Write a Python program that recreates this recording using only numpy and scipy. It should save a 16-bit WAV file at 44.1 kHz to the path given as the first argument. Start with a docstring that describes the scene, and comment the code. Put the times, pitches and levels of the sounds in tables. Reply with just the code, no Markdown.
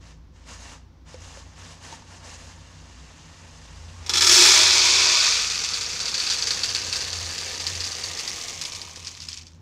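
"""Dried pulses are tipped from a soft plastic bag into a jar on a table, indoors.
First the bag crinkles as it is gripped and lifted. At about 4 seconds the first seeds hit the
bare bottom, and the jar rings under a loud rush. Then the growing heap damps it to a grainy
patter, while the shrinking air space rings higher. Last, a few stragglers drop.
A far motor drones all the way through."""
import sys
import numpy as np
from scipy import signal
from scipy.fft import rfft, irfft
from scipy.io import wavfile
from scipy.ndimage import uniform_filter1d

SR = 44100
rng = np.random.default_rng(int(sys.argv[2]) if len(sys.argv) > 2 else 0)


def generate_wav(sig):
    """Save sig (samples, or channels by samples) to the path in sys.argv[1] as 16-bit PCM at SR."""
    pcm = np.round(np.clip(np.atleast_2d(sig).T, -1, 1) * 32767).astype(np.int16)
    wavfile.write(sys.argv[1], SR, pcm)


N = 423801
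TIME = np.arange(N) / SR

# The flow of seeds, a gush and then a trickle. Each row: time in seconds, level in dB.
STREAM_LEVEL = [(4.11, -42), (4.15, -21), (4.21, -25), (4.28, -13.5), (4.33, -12), (4.43, -10.5),
                (4.7, -15), (5.28, -17.5), (5.47, -24.5), (5.88, -29), (6.12, -30), (6.18, -26.5),
                (6.33, -26), (6.38, -28), (7.2, -31.5), (8.4, -34), (8.95, -43), (9.36, -43), (9.55, -61)]
# How bright the stream is. Each row: time in seconds, treble lift in dB.
STREAM_TREBLE = [(4.1, -1), (4.35, 2), (4.7, -6), (5.25, -10.5), (5.6, -8), (8.7, 0.5), (9.3, -6.5)]
# The tone of seeds hitting the bottom, the walls and other seeds.
# Each row: frequency in Hz, relative level in dB.
BOTTOM_TONE = [(150, -39), (350, -5), (560, -22.5), (1000, -18.5), (1850, -8.5), (2900, -4), (3500, -2),
               (5400, 2), (7000, -2), (10000, -15), (15500, -28)]
WALL_TONE = [(150, -61), (230, -30), (345, -18), (560, -18), (720, -15), (1000, -14), (1400, -11),
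             (1850, -9.5), (2900, -7), (3500, 0), (5400, 2.5), (7000, -1), (10000, -18), (15500, -33)]
HEAP_TONE = [(150, -21.5), (300, -34), (480, -18.5), (620, -32.5), (1100, -20.5), (1500, -12.5),
             (2500, -8.5), (3000, -9), (3600, -4.5), (4800, -1.5), (6500, 0), (8000, -9.5), (10500, -19.5),
             (15500, -31.5)]
# The notes of the bare bottom and the hollower walls. Each row: pitch in Hz, width in Hz, lift in dB.
BOTTOM_NOTES = [(852, 31, 16.5), (945, 32, 8.5), (1234, 120, 13.5), (1355, 50, 13.5), (1457, 50, 11),
                (1715, 110, 12), (2330, 72, 1.5), (3400, 130, 11), (3640, 61, 6.5), (4070, 49, 12),
                (5280, 200, 1.5)]
WALL_NOTES = [(625.3, 19, 16.5), (978, 30, 11.5), (1093, 31, 8), (1225, 31, 7), (1484, 25, 11),
              (2250, 160, 4.5), (2530, 200, 7.5), (3520, 49, 6.5), (4620, 75, 2)]
# A steady hollow colouring from reflections off the table and room, however full the jar is.
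# Each row: pitch in Hz, width in Hz, lift in dB.
REFLECTION_PEAKS = [(687, 58, 7), (796, 82, 8), (964, 36, 9), (1082, 25, 7), (1217, 120, 8)]


def pour():
    """The stream rings the bare bottom at first, then the walls, and lands more and more on the heap."""
    gush_db, gush_hits_per_s = -12.5, 5000
    below_gush_db = np.clip(gush_db - follow(STREAM_LEVEL), 0, 38)
    # A weaker flow has fewer and more uneven hits.
    hits_per_s = gush_hits_per_s * amp(-.4 * below_gush_db)
    hits = grains(hits_per_s, spread_db=3 + .11 * below_gush_db, echo=1.3, ping=1.2)
    bottom = evened(colour(hits, BOTTOM_TONE, BOTTOM_NOTES))
    wall = evened(colour(hits, WALL_TONE, WALL_NOTES))
    heap = evened(colour(hits, HEAP_TONE, REFLECTION_PEAKS))
    undamped = np.exp(-(depth() / 0.046) ** 2)  # a thin layer is enough to damp the bottom
    jar = undamped * bottom + (1 - undamped) * wall
    bare = bare_share()
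    rattle = brighten(bare * jar + (1 - bare) * heap, follow(STREAM_TREBLE))
    return amp(-0.77) * flow() * steadied(jar_air(landing_spot(rattle)), size=1200)


# Single seeds that strike hard. Each row: start in seconds, relative strength in dB.
HARD_HITS = [(4.0628, -24.5), (4.0944, -10.5), (4.1364, -9.5), (4.155, -11.5), (4.171, -8), (4.18, -11),
             (4.208, -6), (4.2206, -4), (4.227, -10), (4.245, -8.5), (4.268, -5), (4.294, -5),
             (4.313, -4.5), (5.4993, -19), (5.638, -14.5), (5.7354, -15), (5.8095, -18), (6.0025, -15),
             (6.056, -16), (6.0816, -17.5), (6.1429, -13.5), (6.1793, -18), (6.2016, -15), (6.267, -15),
             (6.3, -11.5), (6.31, -21), (6.3226, -14), (6.3865, -18.5), (6.4238, -14.5), (6.4707, -13),
             (6.5071, -12), (6.635, -12), (6.692, -16), (6.7486, -12), (6.9273, -14), (6.9588, -16),
             (7.0062, -17.5), (7.1305, -21), (7.38, -20.5), (7.601, -20), (7.6673, -15), (7.7516, -24),
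             (7.8051, -18), (7.8417, -18), (7.862, -21), (7.918, -21), (8.0375, -18.5), (8.173, -22),
             (8.19, -19.5), (8.277, -17.5), (8.413, -24), (8.483, -22), (8.614, -17), (8.651, -19.5),
             (8.721, -21.5), (8.75, -21), (8.8167, -23), (8.872, -35), (8.9602, -27), (9.048, -24),
             (9.07, -19), (9.203, -26), (9.22, -25), (9.2867, -20), (9.318, -28), (9.3303, -24),
             (9.374, -23.5), (9.4124, -32.5), (9.468, -32.5)]
# The tone of one hard hit on the heap. Each row: frequency in Hz, relative level in dB.
HARD_HIT_TONE = [(200, -37.5), (1000, -12), (3200, 0), (4800, 9.5), (6500, 2.5), (8000, -4), (10500, -18.5),
                 (15500, -49)]


def single_seeds():
    """Seeds strike and bounce once; early ones ring the bare jar, and a fuller jar echoes less."""
    bounce_s, bounce_db = .011, -10.5
    empty_ring_s, full_ring_s = 0.091, 0.042
    clicks = np.zeros(N)
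    filled, pitch = depth(), follow(SPOT_RING, column=2)
    for start, db in HARD_HITS:
        at = round(start * SR)
        echo = 3.2 - 2.2 * filled[at]
        ring_s = empty_ring_s + (full_ring_s - empty_ring_s) * filled[at]
        for delay, drop_db in ((0, 0), (bounce_s * rng.uniform(.6, 1.5), bounce_db)):
            hz = pitch[at] * (1 + PITCH_SCATTER * rng.standard_normal())
            click = tick(hz, width_hz=4800, contact_s=0.00026, echo=echo, ping=0.94, echo_s=ring_s)
            add(clicks, start + delay, amp(db + drop_db) * click)
    early = np.exp(-(filled / COVER_DEPTH) ** 2)
    bottom = colour(early * clicks, BOTTOM_TONE, BOTTOM_NOTES)
    heap = colour((1 - early) * clicks, HARD_HIT_TONE)
    return jar_air(landing_spot(amp(14.5) * bottom + amp(10.5) * heap))


def flow():
    """The stream's strength: it catches on the bag before each hard hit, which shakes the heap loose."""
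    lull_db, lull_s = -2.5, 0.02
    spill_db, rise_s, settle_s = -9, 0.0047, 0.032
    t = np.arange(SR // 4) / SR
    settling = (1 - np.exp(-t / rise_s)) * np.exp(-t / settle_s)
    lull, spill_power = np.zeros(N), np.zeros(N)
    for start, db in HARD_HITS:
        add(lull, start - len(t) / SR, np.exp(-(t[::-1] / lull_s) ** 2))
        add(spill_power, start - rise_s, (amp(db + spill_db) * settling) ** 2)
    stream = level(STREAM_LEVEL)
    spill_power *= np.minimum(stream / amp(-37), 1) ** 2  # a weak trickle shakes little loose
    catching = stream * amp(lull_db * np.minimum(lull, 1))
    return np.sqrt(catching ** 2 + (1 - bare_share()) * spill_power)


# Seeds sliding, air booming in the neck, and the hollow ring of seeds landing just under the neck.
# Each row: time in seconds, relative level in dB.
SLIDE_LEVEL = [(4.1, -33), (4.3, -32), (5.2, -35), (5.5, -37), (6.4, -32), (8.3, -33), (8.8, -38.5),
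               (9.1, -44.5), (9.6, -76)]
BOOM_LEVEL = [(4.1, -55), (4.28, -38), (4.39, -27), (4.56, -43), (5.1, -45)]
NECK_RING_LEVEL = [(8.2, -75), (8.8, -55), (9.38, -69)]


def slide_and_boom():
    """Sliding seeds add a dull rush, coloured by nearby reflections; the jar's neck booms and rings."""
    slips = grains(per_s=2500, spread_db=2.1, echo=1.0, ping=1.2)
    rush_tone = [(120, -4.5), (170, -4.5), (480, 0.5), (620, -8.0), (1050, -6.0), (1450, -8.5),
                 (2200, -1.5), (7000, -8.5), (15500, -51.0)]
    rush = colour(slips, rush_tone, REFLECTION_PEAKS)
    slide = amp(-7.5) * level(SLIDE_LEVEL) * evened(jar_air(rush))
    boom = resonate(rng.standard_normal(N), hz=360.5, width_hz=21)
    boom = resonate(boom, hz=378, width_hz=70)
    ring = resonate(rush, hz=1040, width_hz=340)
    ring = resonate(ring, hz=1040, width_hz=340)
    return slide + level(BOOM_LEVEL) * steadied(boom) + level(NECK_RING_LEVEL) * evened(ring)


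# The growing heap. Each row: time in seconds, share of the jar filled from 0 to 1.
HEAP_DEPTH = [(4.2, 0.03), (4.75, 0.06), (5.45, 0.41), (6.5, 0.55), (8.2, .68), (8.9, 0.78)]
COVER_DEPTH = 0.37  # a heap this deep covers the bottom


def depth():
    """How much of the jar the heap fills."""
    return np.clip(follow(HEAP_DEPTH), 0, .95)


def bare_share():
    """The share of hits that reach the bare jar; it falls as the heap covers the bottom."""
    share_when_full = 0.059
    uncovered = np.exp(-(depth() / COVER_DEPTH) ** 3)
    return np.clip(share_when_full + (1 - share_when_full) * uncovered, 0, 1)


# The ring where the seeds land. Each row: time in seconds, relative strength in dB, pitch in Hz.
SPOT_RING = [(4.3, -8, 5280), (5.3, -9, 4620), (6.2, 1, 4600), (7.1, 0, 4540), (8, -4, 4700),
             (8.9, -19, 5260)]
PITCH_SCATTER = 0.049  # share by which one seed's click typically strays from that pitch


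def landing_spot(x):
    """Adds the bright ring of the spot where the seeds land; its pitch wanders with the spot."""
    hz = follow(SPOT_RING, column=2) * (1 + .5 * PITCH_SCATTER * drift(hz=15.3))
    return x + amp(follow(SPOT_RING)) * resonate(x, hz, width_hz=310)


# The notes of the air above the heap.
# Each row: pitch in Hz when empty, how steeply it rises, width in Hz, relative strength in dB.
AIR_NOTES = [(395, 0.3, 110, -3.5), (905, 0.674, 320, -2), (2250, 0.2, 320, -4)]


def jar_air(x):
    """Adds the ring of the air in the jar, which climbs as the heap leaves it less room."""
    air = 1 - depth()
    return x + sum(amp(db) * resonate(x, hz / air ** rise, width) for hz, rise, width, db in AIR_NOTES)


# The tone of the plastic. Each row: frequency in Hz, relative level in dB.
BAG_TONE = [(150, -21.5), (240, -2.5), (340, -17), (520, -7.5), (720, -10.5), (920, -8.5), (1350, -13),
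            (1800, -13.5), (4500, -14.5), (6500, -11.5), (8000, -20), (10500, -32.5), (15500, -55.5)]
# Soft knocks while the bag is gripped. Each row: start in seconds, level in dB, pitch in Hz.
BAG_KNOCKS = [(1.143, -30, 510), (1.372, -34.5, 550), (1.926, -28.5, 904), (2.022, -39.5, 920)]


def bag():
    """Thin plastic crinkles, brighter when gripped hard, with a few soft knocks."""
    crinkle = grains(per_s=2500, spread_db=1.7, echo=2.2, ping=5.5)
    crinkle = colour(crinkle, BAG_TONE, peaks=[(1770, 220, 4.6), (2760, 160, 3.9)])
    effort = handling()
    treble_db = np.clip(0.41 * (20 * np.log10(effort) + 48), -5, 3)
    out = amp(0.88) * effort * steadied(brighten(crinkle, treble_db))
    t = np.arange(SR // 6) / SR
    soften = signal.butter(4, 6000, fs=SR)
    for start, db, hz in BAG_KNOCKS:
        thud = np.sin(2 * np.pi * hz * t) * amp(-60 * t / 0.071)
        crack = rng.standard_normal(len(t)) * np.exp(-t / 0.0037)
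        add(out, start, amp(db) * signal.lfilter(*soften, 0.62 * thud + 0.66 * crack))
    return out


# The hand grips the bag. Each row: start in seconds, length in seconds, relative level in dB.
HAND_GRIPS = [(0, 0.01, -49.5), (0.028, 0.081, -53.5), (0.323, 0.15, -59.5), (0.45, 0.1, -44.5),
              (0.569, 0.17, -46), (1.047, .1, -51), (1.18, 0.22, -48.5), (1.55, 0.18, -48),
              (1.799, 0.15, -45), (2.069, 0.1, -49.5), (2.207, 0.15, -45.5), (2.357, 0.16, -50.5)]


def handling():
    """How hard the bag rustles: separate grips, and a slow swell as it is lifted and tilted."""
    grip_power = sum((amp(db) * stroke(start, length)) ** 2 for start, length, db in HAND_GRIPS)
    start_s, end_s, rise_db_per_s = 1.1, 4.05, 2
    lift = amp(-56 + rise_db_per_s * (TIME - start_s)) * stroke(start_s, end_s - start_s)
    return np.sqrt(grip_power + lift ** 2 + 1e-14)


# The tone of the room's air. 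Each row: frequency in Hz, relative level in dB.
ROOM_TONE = [(25, -15.5), (85, -5.5), (130, -10), (240, -16), (450, -28.5), (930, -23.5), (2300, -35),
             (5900, -35.5), (9800, -62), (15000, -99.5)]
# The room's peaks and one dip. Each row: pitch in Hz, width in Hz, lift in dB.
ROOM_NOTES = [(155.5, 14, 8), (235, 14, 7), (513, 56, 9), (1200, 110, -1.5)]


def room_air():
    """A faint, low hush, shaped by the room."""
    return amp(-55.5) * evened(colour(rng.standard_normal(N), ROOM_TONE, ROOM_NOTES))


# The motor's two hums. Each row: time in seconds, level of the lower in dB, level of the higher in dB.
MOTOR_HUMS = [(0, -44, -51.5), (2.2, -50, -46.5), (3.1, -49.5, -52), (4, -49, -41.5), (6.1, -55.5, -50),
              (6.9, -50, -46), (7.8, -64, -44), (8.3, -74, -53.5), (9.5, -72, -46)]
# The rumble around the motor. Each row: frequency in Hz, relative level in dB.
RUMBLE_TONE = [(30, -30), (90, 8), (125, -13.5), (160, 8), (200, -20), (260, -2.5), (400, -14), (1000, -48)]


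def far_motor():
    """A motor hums at two and three times its wavering turning speed, over a low rumble."""
    turns_per_s = 29.1 * (1 + 0.0262 * drift(hz=1.92))
    turns = np.cumsum(turns_per_s) / SR
    hum = np.zeros(N)
    for multiple in (2, 3):
        gain = amp(follow(MOTOR_HUMS, column=multiple - 1) + 2.9 * drift(hz=3.1))
        hum += gain * np.sin(2 * np.pi * multiple * turns + .5 * drift(hz=11.2))
    return hum + amp(-55.5) * evened(colour(rng.standard_normal(N), RUMBLE_TONE))


def tick(hz, width_hz, contact_s, echo, ping, echo_s, room=0.15, room_s=0.75):
    """One click with close echoes and a faint room tail; ping sets how much they ring at its pitch."""
    t = np.arange(SR // 5) / SR
    scrape, inside, walls = rng.standard_normal((3, len(t)))
    contact = t / contact_s * np.exp(-t / contact_s)
    pitched = evened(contact * np.sin(2 * np.pi * hz * t))
    direct = pitched + 1.6 * evened(contact * scrape)  # dry skins scrape as they hit
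    echoes = evened(inside * amp(-60 * t / echo_s) * (t > .001))
    tail = evened(walls * amp(-60 * t / room_s) * (t > .005))
    reflected = echo * echoes + room * tail
    sound = direct + reflected + ping * resonate(reflected, hz, width_hz)
    return sound / np.linalg.norm(sound)


def grains(per_s, spread_db, echo, ping, count=40):
    """Random clicks of many pitches and sizes."""
    size = amp(spread_db * np.minimum(rng.exponential(1, N), 3.2))
    size *= rng.random(N) < per_s / SR
    size *= rng.choice([-1, 1], N)
    kind = rng.integers(0, count, N)
    pitches = np.linspace(300, 15000, count) * rng.uniform(.97, 1.03, count)
    ticks = [tick(hz, width_hz=760, contact_s=0.00029, echo=echo, ping=ping, echo_s=0.098)
             for hz in pitches]
    return sum(signal.oaconvolve(size * (kind == k), click)[:N] for k, click in enumerate(ticks))


def colour(x, tone, peaks=()):
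    """Shapes a sound with a smooth tone curve, lifted at each peak."""
    hz = np.fft.rfftfreq(8192, 1 / SR)
    tone_hz, db = np.transpose(tone)
    gain = amp(np.interp(np.log(hz + 1), np.log(tone_hz + 1), db))
    for centre, width, lift_db in peaks:
        gain = gain * amp(lift_db / (1 + (2 * (hz - centre) / width) ** 2))
    # Build a filter that rings only after each hit, never before it.
    log_gain = irfft(np.log(np.maximum(gain, 1e-5)))
    half = len(hz) - 1
    one_sided = 2 * log_gain[:half] * (np.arange(half) > 0)
    taps = irfft(np.exp(rfft(one_sided, 2 * half)))[:half]
    return signal.oaconvolve(x, taps / np.linalg.norm(taps))[:N]


def resonate(x, hz, width_hz):
    """Rings at a steady or moving pitch; a narrower width rings longer."""
    turn = np.exp(2j * np.pi * np.cumsum(hz * np.ones(len(x))) / SR)
    decay = np.exp(-np.pi * width_hz / SR)
    return 2 * (turn * signal.lfilter([1 - decay], [1, -decay], x / turn + 1e-18)).real


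def brighten(x, lift_db):
    """Lifts or lowers the treble: hard, short contacts are brighter than cushioned ones."""
    treble = signal.sosfiltfilt(signal.butter(2, 7000, "high", fs=SR, output="sos"), x)
    return x + (amp(lift_db) - 1) * treble


def steadied(x, size=3000):
    """Takes out slow chance swells, leaving the grain."""
    power = uniform_filter1d(uniform_filter1d(x ** 2, size), size)
    return x / np.sqrt(abs(power) + 1e-3 * power.mean())


def stroke(start, length, attack_s=0.041, release_s=0.039):
    """A level that rises, holds and dies away."""
    t = TIME - start
    return np.clip(t / attack_s, 0, 1) * np.exp(-np.clip((t - length) / release_s, 0, 20))


def drift(hz):
    """A slow random wander."""
    return evened(signal.sosfilt(signal.butter(2, hz, fs=SR, output="sos"), rng.standard_normal(N)))


def follow(rows, column=1):
    """Joins the dots of one column over time."""
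    rows = np.asarray(rows)
    return np.interp(TIME, rows[:, 0], rows[:, column])


def level(rows):
    """Gain from a dB curve, fading to silence beyond its ends."""
    outside = np.maximum(rows[0][0] - TIME, 0) + np.maximum(TIME - rows[-1][0], 0)
    return amp(follow(rows)) * np.exp(-outside / 0.045)


def add(mix, start_s, sound):
    """Mixes a sound in at its start time."""
    part = mix[max(round(start_s * SR), 0):][:len(sound)]
    part += sound[:len(part)]


def amp(db):
    """Turns decibels into gain."""
    return 10 ** (np.asarray(db) / 20)


def evened(x):
    """Scales to an average power of 1."""
    return x / np.sqrt(np.mean(x ** 2) + 1e-20)


def scene():
    """All sources at one microphone."""
    return (bag() + pour() + slide_and_boom() + single_seeds() + room_air() + far_motor())[None]


def record(dry):
    """Rounds off the loudest peaks, then cuts the highest treble."""
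    rounded = dry / (1 + (abs(dry) / .95) ** 6) ** (1 / 6)
    treble_cut = signal.firwin(511, 15700, window=("kaiser", 9), fs=SR)
    return signal.oaconvolve(rounded, treble_cut[None], "same")


dry = scene()
out = record(dry)
generate_wav(out)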